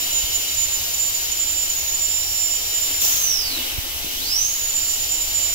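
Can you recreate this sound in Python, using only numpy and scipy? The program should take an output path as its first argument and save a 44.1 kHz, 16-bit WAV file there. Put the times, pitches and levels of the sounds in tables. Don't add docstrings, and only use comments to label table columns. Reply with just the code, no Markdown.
import sys
import numpy as np
from scipy import signal
from scipy.fft import rfft, irfft
from scipy.io import wavfile
from scipy.ndimage import uniform_filter1d

SR = 44100
rng = np.random.default_rng(int(sys.argv[2]) if len(sys.argv) > 2 else 0)


def to_wav(sig):
    pcm = np.clip(np.atleast_2d(sig), -1, 1) * 32767
    pcm = np.round(pcm).astype(np.int16)
    wavfile.write(sys.argv[1], SR, pcm.T)


def boost(x):
    u = np.asarray(x, float) / 20
    return 10 ** u


N = 244314
HZ = np.arange(N // 2 + 1) * SR / N
TIME = np.arange(N) / SR
PEDAL_UP_S, PEDAL_DOWN_S = 3.01, 3.897


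def over_hz(table):
    hz, value = np.transpose(table)
    return np.interp(np.log(HZ + 1), np.log(hz + 1), value)


def peaks(modes):
    power = 0
    for hz, width, db in modes:
        power = power + boost(2 * db) / (1 + (2 * (HZ - hz) / width) ** 2) ** 2
    return np.sqrt(power)


def walk(rate):
    k = int(SR / rate)
    held = np.repeat(rng.standard_normal(N // k + 1), k)
    return 1.3 * uniform_filter1d(uniform_filter1d(held, k), k)[:N]


def swells(rows, x=TIME):
    return sum(size * np.exp(-((x - at) / half) ** 2) for at, size, half in rows)


def ramp(start_s, length_s):
    return np.clip((TIME - start_s) / length_s, 0, 1)


# frequency in Hz, shared power from 0 to 1.
ALIKE = [(20, .6), (150, .72), (300, .88), (700, .68), (1300, .3), (3500, .5), (7000, .55), (10500, .45),
         (13500, .7), (16000, .5)]
# frequency in Hz, phase in radians.
LEFT_LEAD = [(0, 0), (860, -0.1), (2150, 4.6), (2930, 5.0), (4050, 3.8), (5770, 9.7), (7240, 10.8),
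             (8530, 16.1), (9910, 16.5), (10400, 17.2), (12000, 14.8), (13700, 15.1), (14800, 14.7),
             (16600, 15.7)]
# frequency in Hz, level in dB.
LEFT_COLOUR = [(1250, -15), (2400, -7), (3000, -3), (4500, -9), (6700, -14), (7500, -9), (8300, -12),
               (9200, -7), (11600, -5), (12000, -6), (12700, -1), (13500, -3), (14200, 0), (15700, -5)]
# frequency in Hz, level in dB.
RIGHT_COLOUR = [(1250, -15), (2400, -7), (3000, -3), (4600, -6), (6000, -2), (7400, -7), (8300, -11),
                (10000, -10), (10900, -15), (12000, -7), (13200, -8), (14200, -12), (15300, -17),
                (15700, -19)]


def air(gain):
    shared, left, right = rfft(rng.standard_normal((3, N))) * gain
    alike = np.clip(over_hz(ALIKE), 0, 1)
    lead = np.exp(1j * np.interp(HZ, *np.transpose(LEFT_LEAD)))
    left = np.sqrt(alike) * shared * lead + np.sqrt(1 - alike) * left
    right = np.sqrt(alike) * shared + np.sqrt(1 - alike) * right
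    pair = np.array([left * boost(over_hz(LEFT_COLOUR)), right * boost(over_hz(RIGHT_COLOUR))])
    pair = irfft(pair, N)
    return pair / np.sqrt(np.mean(pair ** 2))


def room(x, t60_s):
    t = TIME[:SR // 2]
    decay = np.exp(-np.log(1000) * t / t60_s) * (t > .004)
    tail = rng.standard_normal((2, len(t))) * decay
    tail = tail / np.sqrt(np.sum(tail ** 2, axis=1, keepdims=True))
    return signal.fftconvolve(x, tail, axes=1)[:, :N]


def compressor_hum():
    tone_hz, level_db = 839.5, -57
    return np.sqrt(2) * boost(level_db + 0.71 * walk(3.24)) * np.sin(2 * np.pi * tone_hz * TIME)


# frequency in Hz, density in dB per Hz.
RUMBLE_COLOUR = [(15, 8.5), (30, 0), (45, -2), (68, 6.5), (80, 6.5), (95, -3), (125, -4.5), (165, -21.5)]


def rumble():
    rumble_db, sway_db, tiring_from_s = -42.5, -48.5, 3.1
    side_db = np.array([[-0.6], [2.5]])
    low = air(boost(over_hz(RUMBLE_COLOUR)) * (HZ < 170)) * boost(rumble_db + 0.42 * walk(4.13) + side_db)
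    sway = air((HZ > 15) * (HZ < 38)) * boost(sway_db) * (0.73 + ramp(tiring_from_s, .8))
    return low + sway


# frequency in Hz, density in dB per Hz.
HOSE_COLOUR = [(130, -5), (190, -4), (300, 1), (600, 3), (1250, 0), (3000, -2.5), (8000, -2.5),
               (16000, -1.5)]
# centre in seconds, extra level in dB, half length in seconds.
HARDER_DRAWS = [
    (.3, 1, 0.84),
    (2.9, 2.5, 0.13),
    (3.6, 3, 0.17),
    (5.45, 1.5, 0.22),
]


def hose_hiss():
    hiss_db = -27.5
    steady = rfft(air(boost(over_hz(HOSE_COLOUR))))
    hiss = 0
    for low_hz in 125 * 2. ** np.arange(7):
        octave = irfft(steady * (HZ >= low_hz) * (HZ < 2 * low_hz), N)
        hiss = hiss + octave * boost(.55 * walk(6))
    return hiss * boost(hiss_db + swells(HARDER_DRAWS) + 0.13 * walk(3.11))


# frequency in Hz, width in Hz, level in dB.
HOSE_PIPES = [(2940, 35, -2), (2790, 1030, -14.5), (2820, 29, -23), (3153, 62, -11), (2160, 27, -5),
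              (3870, 46, -3), (4510, 18, -3.5), (689, 32, -5.5)]
# centre in seconds, extra level in dB, half length in seconds.
WHISTLE_RISES = [
    (.2, 5.5, 0.61),
    (2.7, 1.5, 0.18),
    (3.62, 4.5, 0.14),
    (4.1, 1.5, 0.072),
]


def hose_whistle():
    return air(peaks(HOSE_PIPES)) * boost(-37.5 + swells(WHISTLE_RISES) + 0.67 * walk(12))


# frequency in Hz, width in Hz, level in dB.
WATER_MODES = [(265.4, 26, -1), (328.5, 35, -1)]
# centre in seconds, extra level in dB, half length in seconds.
WATER_GULPS = [
    (.4, -1, 0.16),
    (2.1, 1, 1),
    (2.9, 11, 0.077),
    (3.62, 14, 0.16),
    (4.1, 11, 0.23),
]


def hose_gurgle():
    return air(peaks(WATER_MODES)) * boost(-59 + swells(WATER_GULPS) + 5.6 * walk(7.97))


# frequency in Hz, width in Hz, level in dB.
NOZZLE_MODES = [(5420, 380, 0), (5650, 200, -3)]
# centre in seconds, extra level in dB, half length in seconds.
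COOLANT_SPURTS = [
    (0, 7.5, 0.67),
    (2.35, 13, 0.4),
    (3.15, 10.5, 0.32),
    (5.5, 3, .5),
]


def coolant_spray():
    return air(peaks(NOZZLE_MODES)) * boost(-45.5 + swells(COOLANT_SPURTS))


# frequency in Hz, density in dB per Hz.
JET_COLOUR = [(1500, -17.5), (3000, -12.5), (4300, -0.5), (5400, 0), (6500, 0), (7600, -1.5), (9500, -7.5),
              (12000, -4), (15900, -1)]


def exhaust_jet():
    full_db, idle_db = -27, -7.5
    fade_s, rise_from_s, rise_s = 0.54, 3.88, 0.46
    idle = ramp(PEDAL_UP_S, fade_s) ** 1.7 - ramp(rise_from_s, rise_s)
    return air(boost(over_hz(JET_COLOUR))) * boost(full_db + idle_db * idle + 0.56 * walk(9.5))


# frequency in Hz, density in dB per Hz.
VENT_COLOUR = [(400, -1.5), (1300, -1.5), (3000, -4.5), (5500, 0.5), (8500, 0.5), (11000, -2.5),
               (13000, 3.5), (15900, -1.5)]
# frequency in Hz, width in Hz, level in dB.
VALVE_MODES = [(6200, 180, 9), (12550, 500, -3), (10600, 250, -2), (15300, 800, 5)]
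# centre in seconds, extra level in dB, half length in seconds.
SNAP = [
    (3.05, 4, 0.0033),
]


def valve_vent():
    level_db, attack_s, hold_s, fall_db_per_s = -19.5, .012, .13, 48
    falling_s = np.maximum(TIME - PEDAL_UP_S - hold_s, 0)
    vent_db = level_db + swells(SNAP) - fall_db_per_s * falling_s
    opening = ramp(PEDAL_UP_S - .006, attack_s)
    puff = air(boost(over_hz(VENT_COLOUR)) * (1 + peaks(VALVE_MODES)))
    puff = puff * opening * boost(vent_db + 1.1 * walk(60))
    chirp_s, chirp_db, chirp_half_s, chirp_hz, chirp_width_hz = 3.08, -32, .035, 6200, 160
    chirp = air(peaks([(chirp_hz, chirp_width_hz, 0)])) * swells([(chirp_s, boost(chirp_db), chirp_half_s)])
    return puff + chirp


# time in seconds, peak in dB, frequency in Hz.
HAND_KNOCKS = [
    (0.237, -25, 55.3),
    (3.742, -29, 58),
    (3.778, -31, 310),
    (3.783, -20, 64.4),
    (3.785, -30, 129),
    (3.956, -34, 63),
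    (4.045, -27.5, 250),
    (4.065, -33, 330),
]


def hand_bumps():
    out = 0
    for at_s, peak_db, hz in HAND_KNOCKS:
        turns = (TIME - at_s) * hz
        envelope = np.exp(-((turns - .35) / 0.45) ** 2)
        out = out + boost(peak_db) * np.sin(2 * np.pi * (turns - .3)) * envelope
    return out * boost(np.array([[-9.0], [4.0]]))


# centre in seconds, sag in Hz, half length in seconds.
TOOTH_BITES = [(.151, 137, .149), (.337, 139, .126), (.445, 58, .03), (.608, 157, .09), (.798, 192, .097),
               (.918, 150, .065), (1.236, 240, .125), (1.3, 8, 1.3), (1.824, 316, .142), (2.3, 14, .1),
               (2.654, 116, .107), (4.645, 155, .078), (5.022, 150, .09), (5.284, 102, .085),
               (5.507, 50, .075)]
FREE_HZ = 7160


def rotor_hz():
    brake_hz_per_s, bleed_s, spin_up_s = 7600, .118, .368
    coast = np.maximum(TIME - PEDAL_UP_S, 0)
    push = np.maximum(TIME - PEDAL_DOWN_S, 0)
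    down = FREE_HZ - brake_hz_per_s * (coast - bleed_s * (1 - np.exp(-coast / bleed_s)))
    up = FREE_HZ * (1 - np.exp(-(push / spin_up_s) ** 2))
    return np.maximum(down, up) - swells(TOOTH_BITES)


# speed in Hz, left level in dB, right level in dB.
ROTOR_SONG = [(2100, -51, -45), (2800, -46, -43), (3500, -40, -38), (4400, -36, -31.5), (5400, -30, -22),
              (6200, -29.5, -21.5), (6800, -32.5, -28), (7200, -31.5, -27)]
# frequency in Hz, half width in Hz, left dB, right dB.
STANDING_WAVES = [(6872, 18, 0, 3), (6915, 15, 4, 1), (6972, 10, -3, -3), (7000, 13, 4, 9.5),
                  (7085, 30, 5, 0), (7140, 40, 0, 10), (7143, 5, 0, -5), (7160, 6, 7, 0)]


def turbine():
    rest_from_s, rest_to_s = 3.82, 4.12
    turning = uniform_filter1d(1. * ((TIME < rest_from_s) | (TIME > rest_to_s)), 2000)
    speed = rotor_hz()
    sag_hz = swells(TOOTH_BITES)
    phase = 2 * np.pi * np.cumsum(speed + 1.8 * walk(60)) / SR

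    at_hz, *sing_db = np.transpose(ROTOR_SONG)
    level_db = []
    for side, trim_db in enumerate((-0.1, -0.25)):
        waves = [(row[0], row[2 + side], row[1]) for row in STANDING_WAVES]
        level_db.append(np.interp(speed, at_hz, sing_db[side]) + trim_db + swells(waves, speed))
    whine = boost(np.array(level_db)) * np.sin(phase + np.array([[1.5], [0]]))

    drag_db = 25 * sag_hz / 1000
    coast_db = -90 * (1 - (speed + sag_hz) / FREE_HZ)
    octave_db = -41 + drag_db + coast_db + 3.5 * walk(7)
    octave = boost(octave_db + np.array([[-2.5], [-14.0]])) * np.sin(2 * phase)
    direct = np.sqrt(2) * turning * (whine * boost(1.0 * walk(30)) + octave)

    sliding = np.clip(abs(np.gradient(speed)) * SR / 1700, .2, 1)
    return direct + boost(1.5) * room(direct * sliding, .45)


def scene():
    hose_and_rumble = hose_hiss() + hose_whistle() + hose_gurgle() + rumble()
    drive_air = exhaust_jet() + coolant_spray() + valve_vent()
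    hiss = hose_and_rumble + drive_air
    treble = signal.sosfilt(signal.butter(2, 1200, "high", fs=SR, output="sos"), hiss)
    reflected = boost(-9.0) * room(treble, .1)
    return compressor_hum() + hiss + reflected + hand_bumps() + turbine()


def top_cut(x):
    return signal.sosfilt(signal.butter(12, 17020, fs=SR, output="sos"), x)


def record(dry):
    cut = signal.sosfilt(signal.ellip(12, .2, 80, 15720, fs=SR, output="sos"), dry)
    return top_cut(cut)


dry = scene()
out = record(dry)
to_wav(out)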